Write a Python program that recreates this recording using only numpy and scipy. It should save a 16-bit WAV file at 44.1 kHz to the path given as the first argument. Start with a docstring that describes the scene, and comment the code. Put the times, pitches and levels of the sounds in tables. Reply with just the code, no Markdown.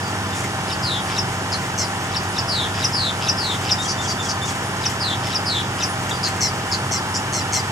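"""First comes a steady outdoor rush, with an engine idling over a mains hum off to the right.
Almost at once a weaver bird joins in, fluttering its wings under its nest in a leafy tree.
Its voice box (the syrinx) makes buzzes that lead into sharp chips, long falling whistles,
a sizzling twitter and rasping chirps. The leaves scatter it all into quick echoes."""
import sys
import numpy as np
from scipy import signal
from scipy.fft import rfft, irfft
from scipy.io import wavfile

SR = 44100
rng = np.random.default_rng(int(sys.argv[2]) if len(sys.argv) > 2 else 0)


def digitize_waveform(pressure):
    """Quantize a signal to 16-bit integers and store it at the path in sys.argv[1].

    Rows of a 2-D input are taken as channels; values are limited to [-1, 1].
    """
    field = np.atleast_2d(pressure).T
    bounded = np.clip(field, -1, 1)
    quanta = np.round(bounded * 32767).astype(np.int16)
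    wavfile.write(sys.argv[1], SR, quanta)


N = 340011
TIME = np.arange(N) / SR
HZ = np.maximum(np.arange(N // 2 + 1) * SR / N, 1)
LEFT_LAG_S = 0.00015   # sound from the right reaches the left side this much later


def from_db(db):
    """Turn decibels into a number to multiply by."""
    return 10 ** (np.asarray(db) / 20)


def rms_one(x):
    """Scale a sound to a power of 1."""
    return x / np.sqrt(np.mean(x ** 2) + 1e-20)


def at_hz(points):
    """Join a table's points to get a value at every frequency."""
    hz, value = np.transpose(points)
    return np.interp(np.log(HZ), np.log(hz), value)


def drift(rate, size=N):
    """A random wobble of about 1 either way, changing course `rate` times a second."""
    knots = rng.standard_normal(4096)
    return np.interp(np.arange(size) / SR * rate, np.arange(len(knots)), knots) * np.sqrt(3 / 2)


def turn(hz):
    """The phase of a wave: how far it has turned as its pitch moves."""
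    return 2 * np.pi * np.cumsum(hz) / SR


def add(track, start, sound):
    """Mix a sound in at its start time."""
    i = max(round(start * SR), 0)
    track[i:i + len(sound)] += sound[:N - i]


# Tone colour of the low and high parts of the rush: f/Hz, relative level/dB
RUSH_LOW = [(35, -31), (65, -6.5), (90, 1.5), (125, 3), (175, -5.5), (270, -2.5), (360, -2.5), (550, -7),
            (630, 1), (720, -2.5), (880, 2.5), (1150, -1), (1310, 1.5), (1600, -0.5)]
RUSH_HIGH = [(1500, -3), (1800, 3.5), (2100, -6), (2300, -2), (2450, -7.5), (2800, -3.5), (3400, -6.5),
             (4100, -12), (5200, -8.5), (6500, -12), (7600, -12.5), (10000, -24), (11300, -26),
             (13800, -25), (15500, -38)]
# How much louder the rush is on the left: f/Hz, left minus right level/dB
RUSH_BALANCE = [(100, -1), (700, -1), (1300, 1.5), (2400, -2.5), (4400, 0.5), (8000, -5), (15000, -0.5)]
# How much of the rush comes from the right: f/Hz, share from 0 to 1
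RUSH_FROM_RIGHT = [(100, 0.91), (700, 0.93), (1700, 0.82), (2700, 0.094), (4100, 0.56), (7000, 0.47),
                   (10000, 0.1), (13000, 0.11)]
def rush(rumble_db=-28, hiss_db=-31, crossover_hz=1650):
    """Steady outdoor noise, partly from the right and partly from all around."""
    low = 1 / np.sqrt(1 + (HZ / crossover_hz) ** 16)
    rumble = from_db(rumble_db) * rms_one(low * from_db(at_hz(RUSH_LOW)))
    hiss = from_db(hiss_db) * rms_one(np.sqrt(1 - low ** 2) * from_db(at_hz(RUSH_HIGH)))
    gain = np.hypot(rumble, hiss) * from_db(at_hz(RUSH_BALANCE) * [[.5], [-.5]])
    share = at_hz(RUSH_FROM_RIGHT)
    noise = rfft(rng.standard_normal((3, N)))
    one_sided = noise[0] * np.exp(-2j * np.pi * HZ * LEFT_LAG_S * np.array([[1], [0]]))
    return irfft(gain * (np.sqrt(share) * one_sided + np.sqrt(1 - share) * noise[1:]), N)


# Narrow bands of very high hiss: f/Hz, width/Hz, relative level/dB
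TREBLE_BANDS = [(9580, 580, -46), (10500, 120, -55)]
def treble(level_db=-1, flicker_db=3):
    """A faint hiss flickers high above the song."""
    gain = sum(from_db(db) * rms_one(np.exp(-((HZ - hz) / width) ** 2)) for hz, width, db in TREBLE_BANDS)
    hiss = irfft(gain * rfft(rng.standard_normal((2, N))), N)
    return hiss * from_db(level_db + flicker_db * drift(30))


# The engine's tones: multiple of its cycle rate, level/dB
ENGINE_TONES = [(2, -56), (4, -42), (6, -38.5), (8, -38.5), (9, -47), (10, -45.5), (11, -51.5), (12, -44.5),
                (13, -50), (14, -46), (16, -46), (17, -49.5), (18, -48), (19, -48.5), (20, -52), (22, -48),
                (24, -49.5), (30, -51), (34, -48.5), (36, -39), (38, -45.5), (40, -46), (42, -59),
                (44, -51), (48, -44.5)]
# Steady humming tones: f/Hz, level/dB
HUM_TONES = [(54.5, -53), (92.5, -53), (100.1, -34), (123, -46.5), (127.5, -43), (135, -54), (143, -46.5),
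             (200.2, -41.5)]
def machines(cycle_hz=21.665, wander=0.000615, waver_db=1.0):
    """An idling engine's tones all follow its speed; the hum throbs against them, off to the right."""
    cycle = turn(cycle_hz * (1 + wander * drift(2.02)))
    tones = [(round(multiple) * cycle, db) for multiple, db in ENGINE_TONES]
    tones += [(2 * np.pi * hz * TIME, db) for hz, db in HUM_TONES]
    drone = np.zeros(N)
    for phase, db in tones:
        loud = np.sqrt(2) * from_db(db + waver_db * drift(5))
        drone += loud * np.sin(phase + 2 * np.pi * rng.random())
    late = np.interp(TIME - LEFT_LAG_S, TIME, drone)
    return np.array([late, drone]) * from_db([[-.4], [.4]])


def foliage(sound, near_db=-2, far_db=-19, near_fade_s=.135, far_fade_s=.5, alike=0.48):
    """Leaves and branches return a quick spray of echoes; a faint tail comes from farther off."""
    t = np.arange(SR // 2) / SR
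    arrives = (rng.random((3, len(t))) < 3000 / SR) & (t > .003)   # about 3000 a second, after 3 ms
    echoes = rng.standard_normal((3, len(t))) * arrives
    echoes = np.sqrt(alike) * echoes[0] + np.sqrt(1 - alike) * echoes[1:]   # both sides share some
    near = rms_one(echoes * from_db(-60 * t / near_fade_s))
    far = rms_one(rng.standard_normal((2, len(t))) * from_db(-60 * t / far_fade_s))
    response = (from_db(near_db) * near + from_db(far_db) * far) / np.sqrt(len(t))
    return signal.fftconvolve(sound[None], response, axes=1)[:, :N]


# Stronger brushes of the feathers: t/s, length/s, level/dB
WING_BRUSHES = [(.335, 0.057, -38), (0.42, .05, -37), (2.215, 0.042, -40), (4.089, 0.044, -34),
                (6.089, 0.024, -34.5), (6.26, .042, -31.5), (7.528, .057, -33)]
# Tone colour of the feathers: f/Hz, relative level/dB
FEATHER_COLOUR = [(600, -48), (2000, 12.5), (4000, -2), (7000, 7.5), (10000, -4), (12000, -6.5),
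                  (15000, -20)]
def wings(flutter_db=-47, spread_db=4, grain_db=3):
    """Feathers swish unevenly all along, with a few stronger brushes."""
    loud = from_db(flutter_db + spread_db * drift(22))
    for start, length, db in WING_BRUSHES:
        add(loud, start, from_db(db) * np.hanning(round(length * SR)))
    grain = from_db(grain_db * drift(450))
    swish = irfft(rfft(rng.standard_normal(N)) * from_db(at_hz(FEATHER_COLOUR)), N)
    return loud * grain * rms_one(swish)


def course(shape, length, top_hz, bottom_hz, bend=1):
    """Pitch and loudness along one note; pitch height 1 means top_hz and 0 means bottom_hz."""
    progress = np.linspace(0, 1, round(length * SR))
    at, height, db = np.transpose(shape)
    pitch = bottom_hz + (top_hz - bottom_hz) * np.interp(progress, at, height) ** bend
    loud = np.sqrt(2) * from_db(np.interp(progress, at, db))
    return pitch, loud * signal.windows.tukey(len(progress), .1)


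def tone(pitch, second_db, third_db, jitter=.022):
    """The voice box sings a slightly shaky tone, with weak overtones at 2 and 3 times its pitch."""
    phase = turn(pitch * (1 + jitter * drift(900, size=len(pitch))))
    return np.sin(phase) + from_db(second_db) * np.sin(2 * phase) + from_db(third_db) * np.sin(3 * phase)


def note(length, start_hz, end_hz, db, octave_db=-15):
    """A thin, straight note that swells and fades."""
    pitch = np.linspace(start_hz, end_hz, round(length * SR))
    loud = np.sqrt(2) * from_db(db) * signal.windows.tukey(len(pitch), .6)
    return loud * tone(pitch, second_db=octave_db, third_db=-33)


def sizzle(length, hz, width_hz, db):
    """A toneless part of the song: one band of hiss that swells and fades."""
    band = signal.butter(2, [hz - width_hz / 2, hz + width_hz / 2], "band", fs=SR, output="sos")
    hiss = rms_one(signal.sosfilt(band, rng.standard_normal(SR // 2)))[:round(length * SR)]
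    return from_db(db) * hiss * signal.windows.tukey(len(hiss), .6)


# Lone peeps: t/s, length/s, start f/Hz, end f/Hz, level/dB
LONE_PEEPS = [(0.01, .1, 4880, 4640, -41.5), (6.108, .016, 3770, 3260, -27), (6.112, 0.08, 4780, 4610, -38)]
def peeps():
    """A few thin notes sound on their own; the faint one near 6.1 s comes from a second bird farther off."""
    out = np.zeros(N)
    for start, length, start_hz, end_hz, db in LONE_PEEPS:
        add(out, start, note(length, start_hz, end_hz, db, octave_db=-18))
    return out


# Twitter calls: t/s, peep length/s, peep f/Hz, level/dB, closing slide length/s (0 for none)
TWITTER_CALLS = [(0.314, 0.041, 3570, -41, 0), (3.776, 0.051, 3690, -32, 0.065),
                 (3.973, 0.058, 3550, -33.5, 0.068), (4.183, 0.046, 3570, -33, 0.0517),
                 (4.409, 0.048, 3560, -33.5, 0.0017)]
def twitter():
    """A peep grows into a sizzle; a full call adds a lower note and a hissy downward slide."""
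    out = np.zeros(N)
    for start, length, hz, db, slide_s in TWITTER_CALLS:
        add(out, start, note(length, hz * .99, hz * 1.01, db, octave_db=-9))
        add(out, start + .03, sizzle(length=.076, hz=6320, width_hz=2500, db=db + .5))
        if slide_s > 0:
            add(out, start + .069, note(length=.027, start_hz=3310, end_hz=3310, db=db - 3))
            slide_at = start + .095
            add(out, slide_at, note(slide_s, start_hz=4870, end_hz=4510, db=db + 2.5))
            add(out, slide_at, sizzle(slide_s, hz=5700, width_hz=1400, db=db + 4.5))
    return out


# Rasping chirps: t/s, length/s, top f/Hz, bottom f/Hz, level/dB,
# then, compared with the high voice: low voice level/dB, blend tone level/dB
RASP_CALLS = [(1.519, .04, 4900, 4180, -24.5, -22, -10), (1.777, .061, 5900, 5250, -23, -12, -9),
              (6.231, .046, 4990, 4280, -22, -30, -10), (6.406, .068, 5760, 5500, -20, -10.5, -9),
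              (6.714, 0.042, 5000, 4210, -22, -14, -9), (6.911, .061, 5920, 5450, -23.5, -11.5, -8),
              (7.141, .041, 5300, 5210, -25, -31, -4), (7.324, 0.078, 6180, 5370, -25.5, -8.5, -6.5),
              (7.523, 0.064, 6080, 5470, -22.5, -7.5, -6)]
# Path of one rasp: share of its length, pitch height, relative level/dB
RASP_PATH = [(0, 0.843, -7), (.2, 0.925, -2.5), (.55, .4, -3.5), (1, 0.018, -5.5)]
def rasps(warble_hz=126, swing=0.097, swing_s=0.064, throb_s=.05, growth_s=0.0065, long_s=.055):
    """Both sides of the voice box sound: a pulsing high voice and a scratchy low one blend together."""
    out = np.zeros(N)
    for start, length, top_hz, bottom_hz, db, low_db, blend_db in RASP_CALLS:
        pitch, loud = course(RASP_PATH, length, top_hz, bottom_hz)
        t = np.arange(len(pitch)) / SR
        cycle = 2 * np.pi * warble_hz * t
        warble = swing * np.exp(-t / swing_s) * np.cos(cycle)
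        high = turn(pitch * (1 - warble + 0.045 * drift(1528, size=len(t))))
        low_hz = np.linspace(2260, 2020, len(t))
        low = turn(low_hz * (1 + 0.015 * drift(627, size=len(t))))
        high_voice = np.sin(high) + from_db(-22) * np.sin(2 * high)
        low_voice = from_db(low_db) * (from_db(-4) * np.sin(low) + np.sin(2 * low))
        blend = from_db(blend_db) * np.sin(high + 0.86 * low)   # a tone above both voices
        scratch = from_db(low_db - 8) * rng.standard_normal(len(t))
        voice = high_voice + (1 - np.exp(-t / growth_s)) * (low_voice + blend + scratch)
        pulses = 1 + np.exp(-t / throb_s) * np.sin(cycle - np.pi / 8)   # one per upswing, slowly merging
        add(out, start, from_db(db) * loud * pulses * voice)
        if length > long_s:   # a long rasp ends on a clear note
            add(out, start + length, note(.025, start_hz=4810, end_hz=4810, db=db - 9, octave_db=-13))
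    return out


# Falling whistles: t/s, length/s, bend (higher falls sooner), level/dB
WHISTLE_CALLS = [(0.816, .19, 1.26, -27.5), (2.469, 0.21, 1.05, -25.5), (2.919, .2, 0.7, -24.5),
                 (3.363, .2, .88, -27), (4.993, .168, 1.1, -26.5), (5.448, .18, 1.2, -25.5)]
# Path of one whistle: share of its length, pitch height, relative level/dB
WHISTLE_PATH = [(0, 1, -16), (.11, .9, 0), (.3, .56, -1), (.55, .23, -1), (.8, .05, -1), (1, 0, -9)]
def whistles(flutter_hz=335, swing_hz=260, flutter_depth=0.27, unevenness=0.207):
    """Long notes fall quickly, then level out; a fast, uneven flutter shakes pitch and loudness."""
    out = np.zeros(N)
    for start, length, bend, db in WHISTLE_CALLS:
        pitch, loud = course(WHISTLE_PATH, length, top_hz=5224, bottom_hz=3353, bend=bend)
        flutter = np.sin(turn(flutter_hz * (1 + unevenness * drift(200, size=len(pitch)))))
        voice = tone(pitch + swing_hz * flutter, second_db=-18.5, third_db=-32)
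        add(out, start, from_db(db) * loud * (1 + flutter_depth * flutter) * voice)
    return out


# The two bands where a buzz rings: f/Hz, width/Hz, relative level/dB
BUZZ_RINGS = [(5050, 730, 0.6), (2970, 1000, -1)]
def buzz(length, db, ticks_per_s=121, tick_s=.0025):
    """A fast run of dry ticks, each a tiny burst of hiss."""
    hiss = sum(sizzle(length, hz, width_hz, db + band_db) for hz, width_hz, band_db in BUZZ_RINGS)
    since_tick = np.arange(len(hiss)) / SR % (1 / ticks_per_s)
    return hiss * rms_one(np.exp(-since_tick / tick_s))


# Sharp chips: t/s, length/s, top f/Hz, level/dB, buzz head start/s, buzz level/dB
CHIP_CALLS = [(0.714, .031, 5680, -24.5, 0.057, -40), (1.179, .025, 6320, -14.5, 0.12, -37.5),
              (2.157, 0.024, 5930, -18, 0.063, -40), (2.38, 0.02, 6040, -15.5, 0.059, -41),
              (2.839, .025, 6250, -12, 0.12, -37), (3.283, 0.025, 6200, -11, 0.092, -35),
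              (3.708, .025, 6220, -10.5, .09, -35), (4.853, .023, 6300, -14.5, 0.048, -36),
              (5.344, 0.032, 6130, -16, 0.14, -37), (5.821, 0.035, 6220, -17, 0.046, -36)]
# Path of one chip: share of its length, pitch height, relative level/dB
CHIP_PATH = [(0, 0.9, -16), (.35, 0.63, -5.5), (.65, 0.19, -4.5), (1, 0.15, -20.5)]
def chips(bottom_ratio=.745, overlap_s=0.028, lead_s=0.018, catch_early_s=0.0051):
    """A buzz, a soft lead-in note and a lower scratchy catch run into a steep downward sweep."""
    out = np.zeros(N)
    for start, length, top_hz, db, buzz_s, buzz_db in CHIP_CALLS:
        add(out, start - buzz_s, buzz(buzz_s + overlap_s, buzz_db))
        lead_db = -19.5 + 0.37 * db   # a louder chip gets a slightly louder lead-in
        pitch, loud = course(CHIP_PATH, lead_s, top_hz=4150, bottom_hz=3450)
        lead = loud * tone(pitch, second_db=-15, third_db=-20, jitter=0.035)
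        add(out, start - lead_s, from_db(lead_db) * lead)
        pitch, loud = course(CHIP_PATH, length=0.0154, top_hz=3100, bottom_hz=2450)
        catch = loud * tone(pitch, second_db=-15, third_db=-15, jitter=0.055)
        add(out, start - catch_early_s, from_db(lead_db - 3) * catch)
        pitch, loud = course(CHIP_PATH, length, top_hz, bottom_ratio * top_hz)
        sweep = loud * tone(pitch, second_db=-28.5, third_db=-27, jitter=0.029)
        add(out, start, from_db(db) * sweep)
    return out


def scene(voice_db=0.7, beak_cut_hz=11000):
    """The steady background, with the bird in front and a little to the left."""
    background = rush() + treble() + machines()
    voice = from_db(voice_db) * (peeps() + twitter() + rasps() + whistles() + chips())
    beak = signal.butter(2, beak_cut_hz, fs=SR, output="sos")   # throat and beak soften the overtones
    bird = wings() + signal.sosfilt(beak, voice)
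    return background + foliage(bird) * from_db([[.5], [-.5]]) + bird * from_db([[1.6], [-1.6]])


def record(dry, cutoff_hz=15800):
    """The very highest sounds are cut off steeply."""
    return signal.sosfilt(signal.ellip(12, .1, 90, cutoff_hz, fs=SR, output="sos"), dry)


dry = scene()
out = record(dry)
digitize_waveform(out)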